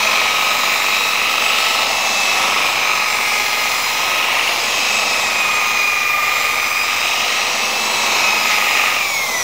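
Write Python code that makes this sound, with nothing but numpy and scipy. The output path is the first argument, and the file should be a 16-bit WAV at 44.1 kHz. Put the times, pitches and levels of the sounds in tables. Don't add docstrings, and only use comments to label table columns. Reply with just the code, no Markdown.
import sys
import numpy as np
from scipy import signal
from scipy.fft import rfft, irfft, next_fast_len
from scipy.io import wavfile
from scipy.ndimage import uniform_filter1d, map_coordinates

SR = 44100
rng = np.random.default_rng(int(sys.argv[2]) if len(sys.argv) > 2 else 0)


def volts(x):
    e = np.asarray(x, float) / 20
    return 10 ** e


def materialize(psi):
    bounded = np.clip(np.atleast_2d(psi).T, -1, 1)
    quanta = np.round(bounded * 32767).astype(np.int16)
    wavfile.write(sys.argv[1], SR, quanta)


N = 415863
TIME = np.arange(N) / SR

PINION_TEETH, WHEEL_TEETH = 6, 53
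SPOT_TOOTH = 12
OFF_S = 8.97
IDLE_TEETH, FULL_LOAD_DROP = 1315, 100
SLACK_TEETH, SLACK_S = 32, .05
COAST_S = 2
TOP_HZ = 15750

# (time [s], speed [teeth/s])
DRIVEN_SPEED = [(0.0, 1275.5), (0.62, 1263.7), (0.96, 1279.4), (1.14, 1279.5), (1.55, 1296.6),
                (2.14, 1310.2), (2.42, 1290.4), (2.9, 1269.9), (3.2, 1253.7), (3.8, 1249.0), (4.2, 1272.0),
                (4.75, 1280.4), (5.06, 1290.4), (5.45, 1244.1), (6.15, 1206.7), (6.72, 1229.8),
                (7.02, 1241.4), (7.5, 1283.0), (7.82, 1316.7), (8.2, 1280.4), (8.8, 1239.3), (8.97, 1246.1)]
LAP_RIGHT_END_S = [-0.28, 2.5, 5, 8, 10]
# (time [s], level [dB], added between 2.3 and 3.8 kHz [dB], added between 3.8 and 12.6 kHz [dB])
RUSH_LEVEL = [(0, -23.5, 0.5, -1.5), (.5, -25, 1.5, 1), (.8, -25.5, -1.5, 1), (1.5, -25, 2.5, -1),
              (2, -26, -2, -0.5), (2.22, -24.5, -5, 0.5), (2.5, -24, 1.5, 0), (2.8, -24.5, 4, -1.5),
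              (3.05, -25.5, -2.5, -1), (3.75, -26, -3, 1.5), (4.3, -24, -2, -3), (4.75, -24.5, 0.5, -0.5),
              (5.1, -24.5, -4, 1), (5.5, -25.5, -2.5, -0.5), (5.9, -26, -5, -2), (6.2, -26.5, -7, -2.5),
              (6.45, -25, -4, -0.5), (6.8, -26.5, -6, -2.5), (7.25, -25, 2.5, -1.5), (7.67, -25, -4, -0.5),
              (8.15, -23, -1.5, 0), (8.85, -24.5, -0.5, -0.5), (9.1, -26, -4, -1), (9.43, -23.5, -10, -4)]
RUSH_SHARE = [(0, 0), (0, 0), (1, 0), (0, 1), (0, 1), (0, 0)]
# (base [dB], added at the lap's right end [dB], at its top [dB], at load 1 [dB], after the switch [dB])
PART_LAWS = [(1, 0, 0.28, -3, -0.5), (2, -1, 0.049, 0.5, -6), (-1, -1.5, -0.045, -1.5, -4),
             (0.5, 0.5, -0.86, 0.5, 0), (-11, -.5, -0.59, 0.5, 2.5), (-10, -4, 0.61, 0, 1)]
PART_BORDERS_HZ = [1350, 2300, 3800, 7600, 12600]
# (frequency [Hz], relative density [dB/Hz])
CASING_COLOUR = [(76, -47), (130, -20.5), (161, -21), (229, -15), (335, -14.5), (808, -3.5), (912, -6),
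                 (1230, -5), (1550, -12.5), (2480, 4), (2880, 7.5), (3300, -0.5), (4290, -40), (7260, -120)]
# (frequency [Hz], relative density [dB/Hz])
VENT_COLOUR = [(3300, 8), (3960, 2), (4200, -1.5), (4550, -8.5), (5010, -4.5), (6300, -7), (7560, -14.5),
               (8200, -19.5), (10100, -22.5), (11200, -20.5), (12400, -23.5), (13300, -20), (13800, -11),
               (15700, -13)]
# (frequency [Hz], level [dB])
WHEEL_KNOCKS = [(300, -8), (900, -2.5), (1200, 1.5), (1600, -4), (2500, 1.5), (3200, -4), (7000, -12)]
# (frequency [Hz], level [dB])
PINION_KNOCKS = [(500, -12), (2000, -7), (5000, -6), (9000, -6), (14000, -7)]
SPINDLE_THROB = [(0, 1, .11, 17), (0, 2, .05, 15), (1, 4, .14, 11.5), (1, 2, .06, 10), (2, 1, .17, 47),
                 (2, 2, .1, 17), (2, 4, .08, 9), (3, 2, .04, 11)]
# (time [s], frequency [Hz])
PANEL_RIDGE = [(0, 2510), (.26, 2330), (1.4, 2750), (2.26, 2930), (2.78, 2400), (3.73, 2430), (4.28, 2770),
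               (5, 2640), (6.33, 2010), (7.3, 2720), (7.77, 2780), (8.51, 2550), (8.93, 2720), (9.43, 2150)]
# (base [dB], added at the lap's right end [dB], at its top [dB], at load 1 [dB], after the switch [dB])
ARMATURE_LAWS = [(-46, 4, 3, -8, 6), (-49, 2, 0, 10, -8)]
# (time [s], mesh level [dB], octave level [dB])
MESH_LEVEL = [(0, -41, -38), (.2, -28, -38), (.45, -24, -27), (.7, -28, -30), (.96, -31, -26),
              (1.12, -32, -35), (1.36, -31, -26), (1.65, -30, -35), (1.9, -38, -31), (2.08, -43, -22),
              (2.3, -44, -19), (2.38, -24, -23), (2.6, -25, -28), (2.72, -27, -35), (2.88, -24, -22),
              (3.2, -28, -28), (3.5, -28, -29), (3.9, -31, -32), (4.16, -26, -22), (4.45, -34, -38),
              (4.75, -46, -24), (5.2, -33, -25), (5.4, -31, -19), (5.5, -24, -18), (5.65, -24, -19.5),
              (5.8, -27, -18), (6.1, -25, -20), (6.25, -24.5, -23), (6.4, -26, -26), (6.62, -24.5, -21),
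              (7.1, -28, -26), (7.36, -31, -38), (7.65, -47, -25), (8.1, -33, -28), (8.32, -30, -21),
              (8.5, -28, -32), (8.75, -33, -26), (8.93, -29, -30), (9.03, -31, -21), (9.12, -50, -23),
              (9.22, -42, -22), (9.29, -39, -27), (9.36, -33, -22), (9.43, -34, -30)]
# (time [s], level [dB])
THIRD_LEVEL = [(0, -47), (.3, -27.5), (.65, -43), (.95, -27), (1.2, -33), (1.45, -33), (1.8, -42),
               (2.05, -31), (2.3, -30), (2.5, -48), (3.05, -42), (3.35, -44), (4.15, -35), (4.5, -46),
               (5.3, -39), (5.6, -46), (6.55, -37), (6.9, -48), (7.35, -34), (7.55, -43), (8, -33),
               (8.3, -48), (8.5, -33), (9.05, -50), (9.43, -50)]
# (time [s], level [dB])
FOURTH_LEVEL = [(0, -47), (.5, -40), (1.2, -47), (2.2, -48), (2.45, -37), (2.65, -43), (2.9, -34),
                (3.2, -37), (4, -36), (4.25, -48), (5.55, -46), (5.8, -38), (6.3, -42), (6.85, -35),
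                (7.25, -33), (7.55, -44), (8.1, -42), (8.4, -32), (8.85, -39), (9.05, -52), (9.43, -44)]
# (multiple of the mesh, law with the armature rows' five columns [dB])
OVERTONE_LAWS = [(5, (-43.5, 9, -1, -8, 0)), (6, (-43.5, 1.5, -0.5, 3, -1.5))]
# (multiple of the mesh, middle level [dB rms])
UPPER_TONES = [(7, -54), (8, -55), (9, -57), (10, -62), (11, -59), (12, -57)]
# (frequency [Hz], added level [dB])
GLIDE_RING = [(5750, 19), (5950, 21), (6150, 6), (6300, 4), (6650, 12), (6900, 8), (7200, -3)]
# (frequency [Hz], middle level [dB rms])
MAINS_BUZZ = [(120, -54.5), (240, -51), (360, -56), (480, -45.5)]
# (frequency [Hz], relative density [dB/Hz])
GARAGE_COLOUR = [(30, -16), (50, -8), (80, 5.5), (110, -1.5), (160, -14), (300, -48)]
# (time [s], level [dB])
THUD_LEVEL = [(0, -28), (1.1, -32), (1.55, -38), (2.3, -37), (2.7, -30), (4.1, -32), (4.6, -37),
              (5.65, -35), (6.05, -50), (6.4, -50), (6.8, -36), (7.55, -42), (8.4, -31), (8.7, -31),
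              (9.1, -40)]


def unit(x):
    return x / np.sqrt(np.mean(x ** 2) + 1e-20)


def along(points, hz):
    f, v = np.transpose(points)
    return np.interp(np.log(hz + 1), np.log(f + 1), v)


def curves(rows):
    s, *cols = np.transpose(rows)
    return [np.interp(TIME, s, c) for c in cols]


def wobble(rate):
    coarse = TIME[::32]
    knots = rng.standard_normal(500)
    return np.interp(TIME, coarse, map_coordinates(knots, [coarse * rate]))


def filtered(x, response):
    m = next_fast_len(N + SR // 2)
    spectrum = rfft(x, m) * response(np.fft.rfftfreq(m, 1 / SR))
    return irfft(spectrum, m)[..., :N]


def motor_speed():
    since_off = np.clip(TIME - OFF_S, 0, None)
    slack = SLACK_TEETH * (1 - np.exp(-since_off / SLACK_S))
    return (curves(DRIVEN_SPEED)[0] - slack) * np.exp(-since_off / COAST_S)


def handling():
    lap = 2 * np.pi * np.interp(TIME, LAP_RIGHT_END_S, np.arange(len(LAP_RIGHT_END_S)))
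    load = (IDLE_TEETH - curves(DRIVEN_SPEED)[0]) / FULL_LOAD_DROP
    off = np.clip((TIME - OFF_S) / 0.16, 0, 1)
    return np.array([np.ones(N), np.cos(lap), np.sin(lap), load, off])


def knocks(teeth_passed, count, memory_turns, jitter):
    tooth = np.arange(1, int(teeth_passed[-1]))
    sizes = rng.standard_normal((2000, count))
    size = map_coordinates(sizes, [tooth / count / memory_turns, tooth % count], order=1)
    moment = tooth + jitter * rng.standard_normal(len(tooth))
    at = np.interp(moment, teeth_passed, np.arange(N))
    near = np.floor(at)[:, None] + np.arange(-7, 9)
    offset = near - at[:, None]
    kernel = np.sinc(offset) * np.cos(np.pi * offset / 16) ** 2
    index = np.clip(near, 0, N - 1).astype(int)
    return unit(np.bincount(index.ravel(), (size[:, None] * kernel).ravel(), N))


def ringing(x, t60):
    t = np.arange(SR // 4) / SR
    tail = volts(-60 * t / t60) * rng.standard_normal(len(t))
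    phase_only = lambda hz: np.exp(1j * np.angle(rfft(tail, 2 * len(hz) - 1)))
    return filtered(x, phase_only)


def sweeping(x, patchy_db, ridge_db, width_hz):
    hz, t, z = signal.stft(x, SR, nperseg=512)
    field = uniform_filter1d(rng.standard_normal(z.shape), size=5, axis=0)
    field = uniform_filter1d(field, size=70, axis=1)
    treble = (hz / (hz + 3000))[:, None]
    ridge_hz = np.interp(t, *np.transpose(PANEL_RIDGE))
    ridge = np.exp(-((hz[:, None] - ridge_hz) / width_hz) ** 2)
    gain_db = patchy_db * unit(field) * treble + ridge_db * ridge
    return signal.istft(z * volts(gain_db), SR, nperseg=512)[1][:N]


def six_parts(source):
    colour = lambda hz: volts(np.where(hz < 3300, along(CASING_COLOUR, hz), along(VENT_COLOUR, hz) - 11))
    place = lambda hz: sum(1 / (1 + (edge / (hz + 1)) ** 12) for edge in PART_BORDERS_HZ)
    parts = np.arange(len(PART_BORDERS_HZ) + 1)[:, None]
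    return filtered(source, lambda hz: colour(hz) * np.clip(1 - abs(place(hz) - parts), 0, 1))


def rattle(teeth_passed, hands):
    wheel = knocks(teeth_passed, count=WHEEL_TEETH, memory_turns=15, jitter=.01)
    pinion = knocks(teeth_passed, count=PINION_TEETH, memory_turns=120, jitter=.008)
    teeth = filtered(wheel, lambda hz: volts(along(WHEEL_KNOCKS, hz)))
    teeth += filtered(pinion, lambda hz: volts(along(PINION_KNOCKS, hz)))
    ripple = 1 + 0.019 * (TIME < OFF_S) * np.cos(2 * np.pi * MAINS_BUZZ[0][0] * TIME)
    knocking = ripple * (rng.standard_normal(N) + ringing(teeth, t60=.01))
    fan_air = filtered(rng.standard_normal(N), lambda hz: .8 / (1 + (3500 / (hz + 1)) ** 2))
    source = sweeping(knocking + fan_air, patchy_db=2.5, ridge_db=3.5, width_hz=220)
    split = six_parts(source)
    throb = np.ones(split.shape)
    for part, times, depth, tooth in SPINDLE_THROB:
        throb[part] += depth * np.cos(2 * np.pi * times * (teeth_passed - tooth) / WHEEL_TEETH)
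    level_db, *added_db = curves(RUSH_LEVEL)
    parts_db = level_db + np.dot(RUSH_SHARE, added_db) + PART_LAWS @ hands
    return sum(volts(db + 0.55 * wobble(9)) * unit(part) for db, part in zip(parts_db, throb * split))


def armature(teeth_passed, hands):
    turn = 2 * np.pi * teeth_passed / PINION_TEETH
    unbalance_db, four_db = ARMATURE_LAWS @ hands
    unbalance = volts(unbalance_db + 1.5 * wobble(5)) * np.sin(turn)
    four_a_turn = volts(four_db + 3 * wobble(4)) * np.sin(4 * turn + .4 * wobble(30))
    return np.sqrt(2) * (unbalance + four_a_turn)


def mesh_whine(teeth_passed, speed, hands):
    off = hands[-1]
    drive = 1 - .55 * off
    angle = lambda tooth: 2 * np.pi * (teeth_passed - tooth) / WHEEL_TEETH
    bend = .7 * np.cos(angle(17))
    fundamental_swell = .6 * np.cos(angle(18)) + .12 * np.cos(4 * angle(7.5))
    overtone_swell = .3 * hands[3] ** 2 * np.cos(angle(19))
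    overtone_swell += .15 * np.cos(2 * angle(12)) + .3 * np.cos(4 * angle(8))
    levels_db = {k: law @ hands + 3 * drive * wobble(5) for k, law in OVERTONE_LAWS}
    levels_db[6] += off * along(GLIDE_RING, 6 * speed)
    levels_db.update(zip((1, 2, 3, 4), curves(MESH_LEVEL) + curves(THIRD_LEVEL) + curves(FOURTH_LEVEL)))
    tones = np.zeros(N)
    for k, db in levels_db.items():
        swell = 1 + drive * (fundamental_swell if k == 1 else overtone_swell)
        rough = .065 * k * (k + 1) * wobble(40)
        flicker = volts((.5 + .45 * k) * drive * wobble(16))
        phase = 2 * np.pi * k * teeth_passed + drive * (bend + rough)
        tones += volts(db) * flicker * swell * np.sin(phase)
    for k, db in UPPER_TONES:
        level = volts(db - 8 * off + 5 * wobble(2.5))
        tones += level * np.sin(2 * np.pi * k * teeth_passed + 1.5 * wobble(40))
    return np.sqrt(2) * tones


def hum():
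    tone = lambda hz: np.sqrt(2) * np.sin(2 * np.pi * hz * TIME)
    return sum(volts(db + 0.95 * wobble(2.7)) * tone(hz) for hz, db in MAINS_BUZZ)


def rumble():
    noise = filtered(rng.standard_normal(N), lambda hz: volts(along(GARAGE_COLOUR, hz)))
    return volts(-52 + 1.1 * wobble(1.0)) * unit(noise)


def high_spot(teeth_passed):
    half = WHEEL_TEETH / 2
    past = (teeth_passed - SPOT_TOOTH + half) % WHEEL_TEETH - half
    turn = ((teeth_passed - past) // WHEEL_TEETH).astype(int) + 1
    size = volts(1.5 * rng.standard_normal(400))[turn]
    thud = np.exp(-(past / 2.8) ** 2) * np.cos(2 * np.pi * (.8 * past - .025 * past ** 2))
    return volts(curves(THUD_LEVEL)[0]) * unit(size * thud)


def scene():
    speed = motor_speed()
    teeth_passed = np.cumsum(speed) / SR
    hands = handling()
    tool = rattle(teeth_passed, hands)
    tool += armature(teeth_passed, hands) + mesh_whine(teeth_passed, speed, hands)
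    tool += hum() + rumble() + high_spot(teeth_passed)
    return np.array([tool, tool])


def low_pass(x):
    return signal.sosfilt(signal.butter(12, 16420, fs=SR, output="sos"), x)


def record(dry):
    band_limited = filtered(dry, lambda hz: hz < TOP_HZ)
    return low_pass(band_limited - .0055)


dry = scene()
out = record(dry)
materialize(out)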